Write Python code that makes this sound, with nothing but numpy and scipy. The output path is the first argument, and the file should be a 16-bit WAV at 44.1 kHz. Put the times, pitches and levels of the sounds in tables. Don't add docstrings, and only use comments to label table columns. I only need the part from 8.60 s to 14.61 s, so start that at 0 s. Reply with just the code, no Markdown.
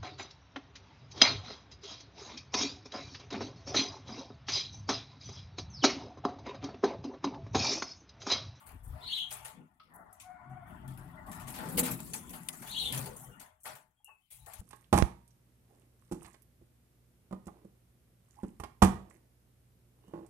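import sys
import numpy as np
from scipy import signal
from scipy.io import wavfile

SR = 44100
rng = np.random.default_rng(int(sys.argv[2]) if len(sys.argv) > 2 else 0)


def log_audio(samples):
    frames = np.atleast_2d(samples).T
    limited = np.clip(frames, -1, 1)
    pcm = np.round(limited * 32767).astype(np.int16)
    wavfile.write(sys.argv[1], SR, pcm)


N = 264952

# pitch in Hz, relative density in dB.
FEATHER_COLOUR = [(880, -39), (1500, -9), (2110, -0.5), (3930, -5.5), (4800, -5), (5580, -11), (8510, -3),
                  (10600, -0.5), (11500, -3.5), (12500, -4), (15500, -9.5), (16000, -9), (16500, -31)]
# body on the cage in dB, dull part in dB, tick in dB.
WING_STROKES = [(.06, -60.5, 0.02, 0.23, 0.5, -12, -13), (.091, -69.5, 0.0051, 0.48, 10.5, -5, 12.5),
                (.232, -67.5, 0.032, 0.56, -21, -19, -10), (0.278, -71, 0.01, .24, -31.5, -26, 10),
                (0.7062, -45, .012, 0.33, -10.5, -9.5, -5), (0.8471, -47.5, 0.0047, 0.25, -1.5, -6.5, -2),
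                (1.198, -95.5, 0.0084, 0.47, 2, 24, 8), (1.338, -68.5, 0.017, 0.28, -4, -37.5, 2),
                (1.528, -65, .007, 0.23, -24, -34, 10), (1.6, -54.5, 0.0075, 0.24, -43, -6.5, 2),
                (1.8964, -77.5, 0.016, .3, -12.5, -39, 2), (2.0677, -74.5, 0.0088, 0.9, 8.5, -21, -10),
                (2.278, -62.5, 0.0065, 0.47, -21, -9, 7.5), (2.375, -68, .008, 0.77, 8.5, -6, 11),
                (2.6608, -64.5, 0.012, 0.86, -4.5, -8.5, -43), (2.715, -55.5, 0.0087, 0.55, -3, -6.5, 7.5),
                (2.795, -56, 0.026, 0.2, -9, -8, -8), (2.868, -54, .008, .2, -10, -8, -20),
                (2.875, -46.5, 0.011, 0.32, -5.5, -10.5, -20), (2.937, -50.5, 0.015, 1, -7, -4, -16),
                (3.0873, -52, .03, 0.75, -6, -27, 7), (3.172, -31, 0.026, 0.092, -14.5, -8.5, -8.5),
                (3.189, -27.5, 0.0065, 0.045, -20.5, -24, -11.5),
                (3.1946, -29, 0.008, 0.037, -28, -26, -20), (3.2293, -38.5, 0.037, 0.14, -6.5, -7, -5),
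                (3.2714, -44, 0.0075, 0.27, 1.5, -3, -3), (3.306, -42.5, 0.017, 0.17, -18, -13.5, -3),
                (3.39, -64.5, 0.0094, 0.13, 11.5, 5.5, 1), (3.4033, -67, 0.0046, 0.85, -18.5, -15, 26),
                (3.455, -60, 0.026, .3, -12, -9, -20), (3.5345, -38.5, 0.0069, 0.21, -10, -11.5, -1),
                (3.694, -55, 0.004, 0.15, -22, -13, 12), (3.7055, -57.5, .003, .2, -20, -16, 16),
                (3.7306, -50.5, 0.0094, 0.29, 0.5, -7.5, -10), (3.8332, -66.5, 0.0064, 0.098, -21, -37, 17),
                (3.8866, -45.5, 0.0032, 0.078, -6, -9, 17), (3.929, -51, 0.0044, 0.22, -5, -12.5, -2),
                (4.019, -54.5, 0.0096, 0.5, 2, -8.5, -5), (4.0718, -50, 0.0052, 0.28, -4, -6, -5),
                (4.3242, -42.5, 0.023, 0.58, -4, -8.5, 11.5), (4.375, -45, 0.0089, 0.26, -5, -9.5, 11),
                (4.458, -51.5, 0.017, 0.096, -1.5, -5, 6), (4.561, -51.5, .006, 0.52, -26, -38, -8),
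                (4.797, -55.5, 0.018, 0.24, -12.5, -6.5, 1), (5.0, -71, 0.03, 0.61, -30.5, -34, -30),
                (5.033, -54, 0.033, 0.193, -29, -32, -3), (5.0516, -51, 0.025, 0.3, -0.5, -3, -22),
                (5.0865, -77, 0.014, 0.35, -2, 3, -5.5), (5.1523, -55, 0.0078, 0.18, -2.5, -10, 3.5),
                (5.445, -66.5, 0.007, 0.26, -21, -32, 18.5), (5.7034, -56, 0.025, 0.4, -17.5, -13, -7.5),
                (5.8609, -57, .01, 0.4, -1.5, -13, 8), (5.9346, -58, 0.0063, 0.2, -2.5, -10, 10)]
# start in seconds, body level in dB, body t60 in seconds, slat pitch in Hz,
# slat ring level in dB.
CAGE_KNOCKS = [(0.711, -54.5, 0.58, 830, -50), (1.199, -72, 0.22, 1282, -46),
               (1.393, -71.5, 0.78, 674, -44), (2.945, -54.5, .6, 866, -54), (2.984, -44, 0.67, 872, -41.5),
               (3.179, -38.5, 0.26, 489, -24), (3.226, -57, 0.24, 488, -27), (3.886, -56.5, .12, 2007, -43),
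               (4.323, -70.5, .1, 2130, -45), (4.326, -59.5, 0.2, 573, -44.5),
               (4.807, -60, 0.45, 1492, -54), (5.046, -51.5, 0.42, 598, -53),
               (5.056, -50.5, 0.4, 1146, -42), (5.062, -54, 0.4, 1494, -42), (5.07, -63, 0.33, 843, -46.5),
               (5.398, -88, 0.17, 846, -71), (5.478, -74, 0.42, 857, -54), (5.488, -66.5, .2, 1095, -50.5),
               (5.782, -79, 0.36, 871, -66), (5.871, -57.5, 0.31, 690, -43.5)]


def amp(db):
    return 10 ** (np.asarray(db) / 20)


def unit(x):
    return x / np.sqrt(np.mean(x ** 2) + 1e-20)


def in_time(rows):
    s, *columns = np.transpose(rows)
    return [np.interp(np.arange(N) / SR, s, c) for c in columns]


def sounding(rows):
    t = np.arange(N) / SR
    return np.clip(np.minimum(t - rows[0][0], rows[-1][0] - t) / 0.04, 0, 1)


def at_hz(points, hz):
    point_hz, values = np.array(points).T
    return np.interp(np.log(hz), np.log(point_hz), values)


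def drift(rate_hz):
    r = np.exp(-80 * np.pi * rate_hz / SR)
    noise = rng.standard_normal(N // 40 + 1002)
    slow = signal.lfilter([1], [1, -2 * r, r * r], noise)[1000:]
    return np.interp(np.arange(N) / 40, np.arange(len(slow)), unit(slow))


def phase_of(hz):
    return 2 * np.pi * np.cumsum(hz) / SR


def lean(db):
    return amp(np.array([db / 2, -db / 2]))


def bandpass(x, order, low_hz, top_hz):
    return signal.sosfilt(signal.butter(order, [low_hz, top_hz], "band", fs=SR, output="sos"), x)


def modes(x, table):
    out = 0
    for k, (hz, width_hz, db) in enumerate(table):
        r = np.exp(-np.pi * width_hz / SR)
        poles = [1, -2 * r * np.cos(2 * np.pi * hz / SR), r * r]
        out = out + (-1) ** k * amp(db) * signal.lfilter([1 - r, 0, r - 1], poles, x)
    return unit(out)


def stereo_noise(hz):
    # pitch in Hz, left-right correlation.
    likeness = [(60, 1), (180, 1), (550, 0.31), (1100, 0.021), (1900, -0.13), (4970, -0.0042),
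                (15000, -0.0)]
    # pitch in Hz, left-right difference in dB.
    leaning = [(40, 8), (110, 5.5), (200, 6), (380, 4.5), (700, 9), (1290, 8), (2380, 5.5), (4400, 3.5),
               (8120, 6), (15000, 0)]
    mid, side = rng.standard_normal((2, N))
    alike = np.clip(at_hz(likeness, hz), -1, 1)
    pair = np.sqrt(1 + alike) * mid + np.sqrt(1 - alike) * side * [[1], [-1]]
    return pair * lean(at_hz(leaning, hz))[:, None]


def banded(spectrum, low_hz, top_hz, patchy_db, rate_hz, per_octave=3, sheen_db=0.):
    edges = np.geomspace(low_hz, top_hz, round(per_octave * np.log2(top_hz / low_hz)) + 1)
    out = 0
    for a, b in zip(edges, edges[1:]):
        hz = np.sqrt(a * b)
        band = bandpass(stereo_noise(hz), 3, a, b)
        tilt_db = sheen_db * np.log2(hz / 9000)
        out = out + band * amp(at_hz(spectrum, hz) + patchy_db * drift(rate_hz) + tilt_db)
    return out / np.std(out.mean(axis=0))


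def burst(s, db, t60, held=0., rise=0.0011):
    out, first = np.zeros(N), round(s * SR)
    t = np.arange(min(N - first, round((held + t60) * SR))) / SR
    fall_db = -60 * np.maximum(t - held, 0) / t60
    out[first:first + len(t)] = amp(db + fall_db) * np.clip(t / rise, 0, 1)
    return out


def swell(s, length, peak_at=0.51):
    u = np.clip((np.arange(N) / SR - s) / length, 0, 1)
    bend = np.log(.5) / np.log(np.clip(peak_at, .05, .95))
    return np.sin(np.pi * u ** bend) ** 2


def slat(s, db, hz, t60):
    t = np.arange(N) / SR - s
    return burst(s, db, t60, rise=0.0012) * np.sin(2 * np.pi * hz * t)


def echoes(x, t60, wet_db):
    t = np.arange(round(.4 * SR)) / SR
    spray = rng.standard_normal((2, len(t))) * amp(-60 * t / t60)
    spray = amp(wet_db) * spray / np.sqrt(np.sum(spray ** 2, axis=1, keepdims=True))
    return x + signal.fftconvolve(x[None], spray, axes=1)[:, :N]


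def murmur():
    # time in seconds, body level in dB before the cage, fringe level in dB.
    murmur_curve = [(0, -59.5, -74.5), (.15, -76, -76), (.38, -56.5, -108), (.62, -65.5, -70),
                    (.83, -60.5, -63), (1.02, -70, -83), (1.25, -81.5, -106.5), (1.36, -54.5, -100),
                    (1.62, -68, -91), (1.82, -60.5, -89), (2.15, -58, -73.5), (2.39, -63.5, -77),
                    (2.69, -53.5, -85), (2.87, -54, -73), (3.2, -57, -72), (3.5, -64, -83),
                    (3.71, -62, -65.5), (3.98, -65, -89), (4.3, -57.5, -82), (4.7, -63, -79.5),
                    (4.89, -65, -80), (5.04, -99, -100), (5.75, -97.5, -100.5), (5.89, -66, -98),
                    (6.01, -67.5, -93)]
    # pitch in Hz, relative density in dB.
    murmur_colour = [(330, -51), (560, -21), (608, -8.5), (735, -6.5), (937, -7), (1460, -7.5), (1570, -16),
                     (1900, -7.5), (2300, -11.5), (2990, -57), (5060, -120)]
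    body_db, fringe_db = in_time(murmur_curve)
    body = amp(body_db) * banded(murmur_colour, 594.0, 2076, patchy_db=4.5, rate_hz=14, per_octave=6)
    fringe = amp(fringe_db) * banded(FEATHER_COLOUR, 2050, 3600, patchy_db=4.0, rate_hz=12, per_octave=6)
    return body, fringe


def whistles():
    # start in seconds, length in seconds, first pitch in Hz, last pitch in Hz, level in dB.
    notes = [(4.64, .09, 3110, 3080, -82), (4.708, 0.097, 2860, 2830, -75), (5.366, 0.069, 3270, 3260, -89),
             (5.437, 0.178, 2806, 2607, -69), (5.608, 0.08, 3000, 3120, -86),
             (5.711, 0.081, 3330, 3300, -77), (5.789, 0.077, 4000, 3900, -78)]
    peaks_at, glides_for = 0.21, 0.42
    out = np.zeros(N)
    for s, length, first_hz, last_hz, db in notes:
        hz, = in_time([(s, first_hz), (s + glides_for * length, last_hz)])
        tone = np.sin(phase_of(hz * (1 + 0.022 * drift(120))))
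        out += amp(db) * tone * swell(s, length, peaks_at)
    return echoes(out, t60=0.2, wet_db=8) * lean(10.4)[:, None]


def coo():
    # time in seconds, pitch in Hz, level in dB, overtones in dB, tone at 3/2 of the pitch in dB.
    coo_curve = [(1.615, 730, -85, -90, -67), (1.636, 719, -65, -89, -52), (1.656, 729.6, -52, -64, -79),
                 (1.712, 737, -47, -63, -70), (1.745, 721, -56, -61, -81), (1.8, 731, -55, -62, -67),
                 (1.85, 713, -58, -65, -67), (1.89, 727, -61, -67, -68), (1.92, 746, -46, -67, -66),
                 (1.945, 725, -55, -70, -74), (1.975, 725, -43.5, -58, -65), (1.997, 725, -68, -68, -71),
                 (2.034, 701, -46.5, -61, -73), (2.06, 739, -66, -63, -74), (2.14, 748, -57, -70, -71)]
    hz, db, octave_db, half_db = in_time(coo_curve)
    phase = phase_of(hz * (1 + 0.012 * drift(33)))
    breath = .6 * drift(60)
    tone = amp(db + 1.2 * drift(30)) * np.sin(phase)
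    overtones = np.sin(2 * phase + breath) + amp(-9.0) * np.sin(3 * phase + 2 * breath)
    tone += amp(octave_db) * overtones
    tone += amp(half_db) * np.sin(3 * phase / 2)
    return echoes(tone * sounding(coo_curve), t60=0.45, wet_db=-5.5) * lean(7.8)[:, None]


def chirps():
    # seconds after the start, pitch in Hz and level in dB the first time, the same the second time.
    tune = [(-.01, 3342, -54, 3310, -50), (.012, 3692, -53.5, 3318, -53.5), (.027, 4206, -49.5, 3476, -61),
            (.038, 3363, -54.5, 3577, -52.5), (.048, 3890, -51.5, 4130, -50.5),
            (.068, 4470, -38.5, 4312, -42), (.081, 2620, -54, 2628, -51), (0.092, 2956, -46.5, 2877, -45),
            (0.103, 3328, -39.5, 3370, -38.5), (0.119, 3268, -36, 3282, -37),
            (.126, 3990, -36.5, 4093, -41), (.141, 4118, -38.5, 4286, -38.5),
            (.152, 3637, -43, 3770, -36.5), (.168, 3191, -38, 3156, -46.5), (.182, 2814, -47, 2743, -46),
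            (.189, 3370, -35.5, 3677, -40.5), (0.204, 3346, -44.5, 3590, -35),
            (.222, 3230, -39.5, 3404, -46), (0.244, 3150, -68.5, 3050, -53), (0.261, 3280, -46, 3230, -48),
            (.287, 3220, -58, 3280, -52)]
    starts_s = [0.41, 4.061]
    buzz_db, octave_db = -7, -25
    rasp_hz, rasp_depth = 230, .5
    chirp_low_hz, chirp_top_hz = 2620, 4650
    voices, octave = np.zeros((2, N))
    for k, s in enumerate(starts_s):
        rows = np.array(tune)[:, [0, 1 + 2 * k, 2 + 2 * k]] + [s, 0, 0]
        hz, db = in_time(rows)
        phase = phase_of(hz * (1 + 0.014 * drift(150)))
        warble = np.sin(phase_of(60 * (1 + 0.21 * drift(20))))
        buzz = np.sin(phase_of(.4 * hz + 2150 + 620 * warble))
        rasp = 1 + rasp_depth * np.sin(phase_of(rasp_hz * (1 + .3 * drift(60))))
        gain = amp(db - 0.2 + 0.96 * drift(90)) * rasp * sounding(rows)
        voices += gain * (np.sin(phase) + amp(buzz_db) * buzz)
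        octave += gain * amp(octave_db) * np.sin(2 * phase + 2 * drift(200))
    voices = bandpass(voices, 8, chirp_low_hz, chirp_top_hz)
    return echoes(voices + octave, t60=0.22, wet_db=4) * lean(6.2)[:, None]


def rumble(touch):
    # time in seconds, level in dB.
    air_curve = [(0.0, -67.5), (0.32, -49), (0.48, -77), (0.85, -65), (1.1, -80.5), (1.82, -67.5),
                 (2.31, -54), (2.86, -60.5), (3.38, -58.5), (3.86, -65.5), (4.07, -64), (4.3, -59),
                 (5.17, -82.5), (5.74, -83), (5.92, -71), (6.01, -68)]
    # pitch in Hz, relative density in dB.
    air_colour = [(12, -42), (24, -24.5), (45, -14.5), (91, -14.5), (110, -7.5), (140, -31), (240, -120)]
    # time in seconds, upper boom in dB, lowest standing wave against it in dB.
    boom_curve = [(0, -71.5, 3), (.32, -62.5, -14.5), (.55, -69, -4), (.93, -74, 1.5), (1.2, -77.5, -12),
                  (1.45, -81.5, -3), (1.78, -67, -31.5), (2.02, -62, 8.5), (2.2, -55, -6.5),
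                  (2.6, -56, -9.5), (2.81, -55, -19), (3.21, -42.5, -17), (3.6, -51.5, -8.5),
                  (3.96, -62, -7.5), (4.1, -58.5, -3.5), (4.43, -51, -10), (4.67, -61, 2), (4.8, -60.5, -1),
                  (4.93, -91, -1.5), (5.15, -74.5, -1), (5.35, -90.5, -3.5), (5.69, -88.5, -4),
                  (6.01, -71.5, 2)]
    # middle in seconds, length in seconds, then levels in dB of air, lowest standing
    draughts = [(0.153, 0.074, -51, -60, -53.5, -70), (0.301, 0.24, -44.5, -54, -80, -73),
                (0.447, 0.18, -57.5, -61, -63.5, -68), (0.787, 0.52, -74.5, -62, -86.5, -86),
                (1.003, 0.2, -82.5, -76, -55, -70.5), (1.392, 0.43, -78, -88, -63, -73),
                (1.921, 0.28, -67, -52, -57.5, -99), (2.132, 0.15, -56, -72, -52.5, -91),
                (2.359, 0.55, -63, -47, -67, -96), (2.695, 0.12, -60, -69, -50, -67),
                (2.865, 0.23, -54, -56, -54, -83), (3.068, 0.33, -69, -54, -43.5, -51.5),
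                (3.202, 0.2, -50, -59, -34, -49), (3.326, 0.14, -50, -45.5, -42, -53),
                (3.54, 0.19, -70, -68, -68, -57), (3.715, 0.24, -63, -70, -52.5, -61.5),
                (4.016, 0.036, -68, -55, -48, -85), (4.307, 0.4, -54, -60, -49, -57),
                (4.391, 0.16, -72, -34.5, -50, -52), (4.492, 0.23, -57, -65, -60, -51.5),
                (4.7, 0.13, -56, -57.5, -66, -62), (5.111, 0.18, -68.5, -58, -64.5, -72),
                (5.82, 0.32, -64.5, -70.5, -84, -97), (6.008, 0.055, -46, -56, -80, -80)]
    # pitch in Hz, width in Hz at one pass, level in dB.
    lowest_mode = [(131.2, 12, 0)]
    upper_modes = [(160.2, 24, 9), (252, 56, 4), (307, 68, -1), (373, 54, -6)]
    thud_modes = [(415.8, 57, 1), (490.2, 11, 5), (535.5, 45, -0.5)]
    lumps_db, lumps_hz = 2, 3.6
    thud_to_boom_db, thud_to_body_db = -25.5, -13

    air_db, = in_time(air_curve)
    boom_db, lowest_db = in_time(boom_curve)
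    lumpy_db = [boom_db + lumps_db * drift(lumps_hz) for _ in range(2)]
    power = amp([air_db, lumpy_db[0] + lowest_db, lumpy_db[1], boom_db + thud_to_boom_db]) ** 2
    for middle_s, length, *db in draughts:
        power += (amp(db)[:, None] * swell(middle_s - length / 2, length)) ** 2
    air_gain, lowest_gain, upper_gain, thud_gain = np.sqrt(power)
    thud_gain = np.hypot(thud_gain, amp(thud_to_body_db) * touch)

    air = air_gain * banded(air_colour, 22, 108.9, patchy_db=3.0, rate_hz=7.7)
    lowest = lowest_gain * modes(modes(stereo_noise(180), lowest_mode), lowest_mode)
    upper = upper_gain * bandpass(modes(stereo_noise(250), upper_modes), 3, 150, 420)
    thud = thud_gain * modes(modes(stereo_noise(550), thud_modes), thud_modes)
    return air + lowest + upper + thud


def contacts():
    power = np.zeros(N)
    for s, db, held, t60, body_db, *_ in WING_STROKES:
        power += burst(s, db + body_db, t60, held, rise=0.0052) ** 2
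    for s, db, t60, *_ in CAGE_KNOCKS:
        power += burst(s, db, t60, rise=0.0029) ** 2
    return np.sqrt(power)


def cage(touch):
    # pitch in Hz, relative density in dB.
    body_colour = [(220, -34), (380, -13), (493, -3.5), (564, -9.5), (810, -8), (876, -3.5), (948, -8.5),
                   (2500, -9.5), (3250, -44), (5500, -120)]
    # pitch in Hz, width in Hz, level in dB.
    standing_waves = [(474.6, 8.6, -5.5), (627, 16, 6), (745.7, 34, -2), (881.8, 18, 7.5), (998, 15, 0),
                      (1135, 43, 3), (1250, 260, -10), (1456, 140, 1.5), (1830, 120, -10.5),
                      (2230, 200, -7)]
    slat_t60_s = 0.053
    rings = sum(slat(s, ring_db, hz, slat_t60_s) for s, _, _, hz, ring_db in CAGE_KNOCKS)
    far, fringe = murmur()
    bodies = touch * banded(body_colour, 557, 2155, patchy_db=1.5, rate_hz=15)
    direct = far + bodies + echoes(rings, t60=0.23, wet_db=0.0) * lean(1.9)[:, None]
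    ringing = np.std(direct) * modes(direct, standing_waves)
    return amp(-5.5) * direct + amp(-3.0) * ringing + fringe


def clicks():
    # start in seconds, level in dB, pitch in Hz.
    snap_rows = [(.2765, -47, 9500), (1.2024, -43, 4250), (1.531, -36, 10900), (1.5989, -32, 7600),
                 (3.4034, -27, 7600), (3.5368, -21.5, 4450), (3.8864, -16, 10300), (4.3256, -25, 10200),
                 (4.561, -48, 11100), (5.057, -27, 2010), (5.4455, -35, 10400)]
    click_t60_s = 0.004
    snaps = sum(slat(s, db, hz, click_t60_s) for s, db, hz in snap_rows)
    return echoes(snaps, t60=0.085, wet_db=-3.0) * lean(9.9)[:, None]


def crackle():
    snaps_per_s, snap_db, snap_t60_s = 600, -9, .004
    hits = rng.random(N) < snaps_per_s / SR
    snaps = hits * amp(snap_db) * np.minimum(rng.exponential(1, N), 3)
    decay = amp(-60 / (snap_t60_s * SR))
    return unit(1 + signal.lfilter([1], [1, -decay], snaps))


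def feathers():
    # time in seconds, level in dB, dull part against it in dB.
    rustle = [(0, -69, -4), (.13, -86, -28), (.3, -82.5, 3.5), (.58, -57, -2), (.68, -73, -13.5),
              (.74, -47, -20), (.8, -96, 1), (.97, -88.5, -7), (1.4, -90.5, -11), (1.55, -84.5, 0),
              (1.91, -88.5, -4.5), (2.14, -80.5, -6), (2.69, -80.5, -2), (2.88, -72, 0), (3.11, -60, -10),
              (3.26, -59.5, -7), (3.51, -56.5, -16), (3.81, -65, -13), (4.25, -48.5, -11.5),
              (4.35, -55.5, 0), (4.65, -77, -13.5), (4.8, -89.5, -9), (5.47, -89.5, -10.5), (5.85, -81, -3),
              (5.92, -71, 5), (6.01, -58, -12)]
    # time in seconds, extra left-right difference in dB.
    place = [(0, 4.5), (.8, 2.5), (1.6, 1.5), (2.5, 4), (3.15, -0.5), (3.6, 1.5), (4.3, 0.9), (5, 1.5),
             (5.5, 1.5), (6.01, 5)]
    # time in seconds, tilt in dB per octave.
    sheen = [(0, 8.5), (.2, 4.5), (.4, 5), (.7, -1), (1, -3.5), (1.35, 12), (1.6, -8), (1.85, -5), (2.1, 9),
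             (2.3, 1.5), (2.6, 5.5), (2.8, -2), (2.95, -1.5), (3.1, 2), (3.17, 7.5), (3.205, 6),
             (3.23, -2.5), (3.28, -0.5), (3.32, 6.5), (3.37, 1.5), (3.45, 5.5), (3.55, -8), (3.75, 2.5),
             (3.9, -0.5), (4.1, -2.5), (4.35, -1), (4.6, 2), (4.85, -2.5), (5.08, 0), (5.3, -2),
             (5.5, -0.5), (5.75, 6), (6.01, -3.5)]
    stroke_rise_s, tick_rise_s, tick_t60_s = 0.0064, 0.00056, 0.021

    level_db, dull_bed_db = in_time(rustle)
    bright_power = amp(level_db) ** 2
    dull_power = bright_power * amp(dull_bed_db) ** 2
    for s, db, held, t60, _, dull_db, tick_db in WING_STROKES:
        stroke = burst(s, db, t60, held, stroke_rise_s)
        tick = burst(s, db + tick_db, tick_t60_s, rise=tick_rise_s)
        power = (stroke + tick) ** 2
        bright_power += power
        dull_power += power * amp(dull_db) ** 2

    sheen_db, = in_time(sheen)
    place_db, = in_time(place)
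    bright = banded(FEATHER_COLOUR, 5600, 16600, patchy_db=3.5, rate_hz=32, per_octave=6, sheen_db=sheen_db)
    dull = banded(FEATHER_COLOUR, 2000, 5600, patchy_db=2.5, rate_hz=13, per_octave=5)
    hiss = np.sqrt(bright_power) * bright + np.sqrt(dull_power) * dull
    return crackle() * lean(place_db) * hiss


def scene():
    touch = contacts()
    return whistles() + coo() + chirps() + rumble(touch) + cage(touch) + clicks() + feathers()


def record(dry):
    return signal.sosfilt(signal.cheby2(14, 75, 16850, fs=SR, output="sos"), dry)


dry = scene()
out = record(dry)
log_audio(out)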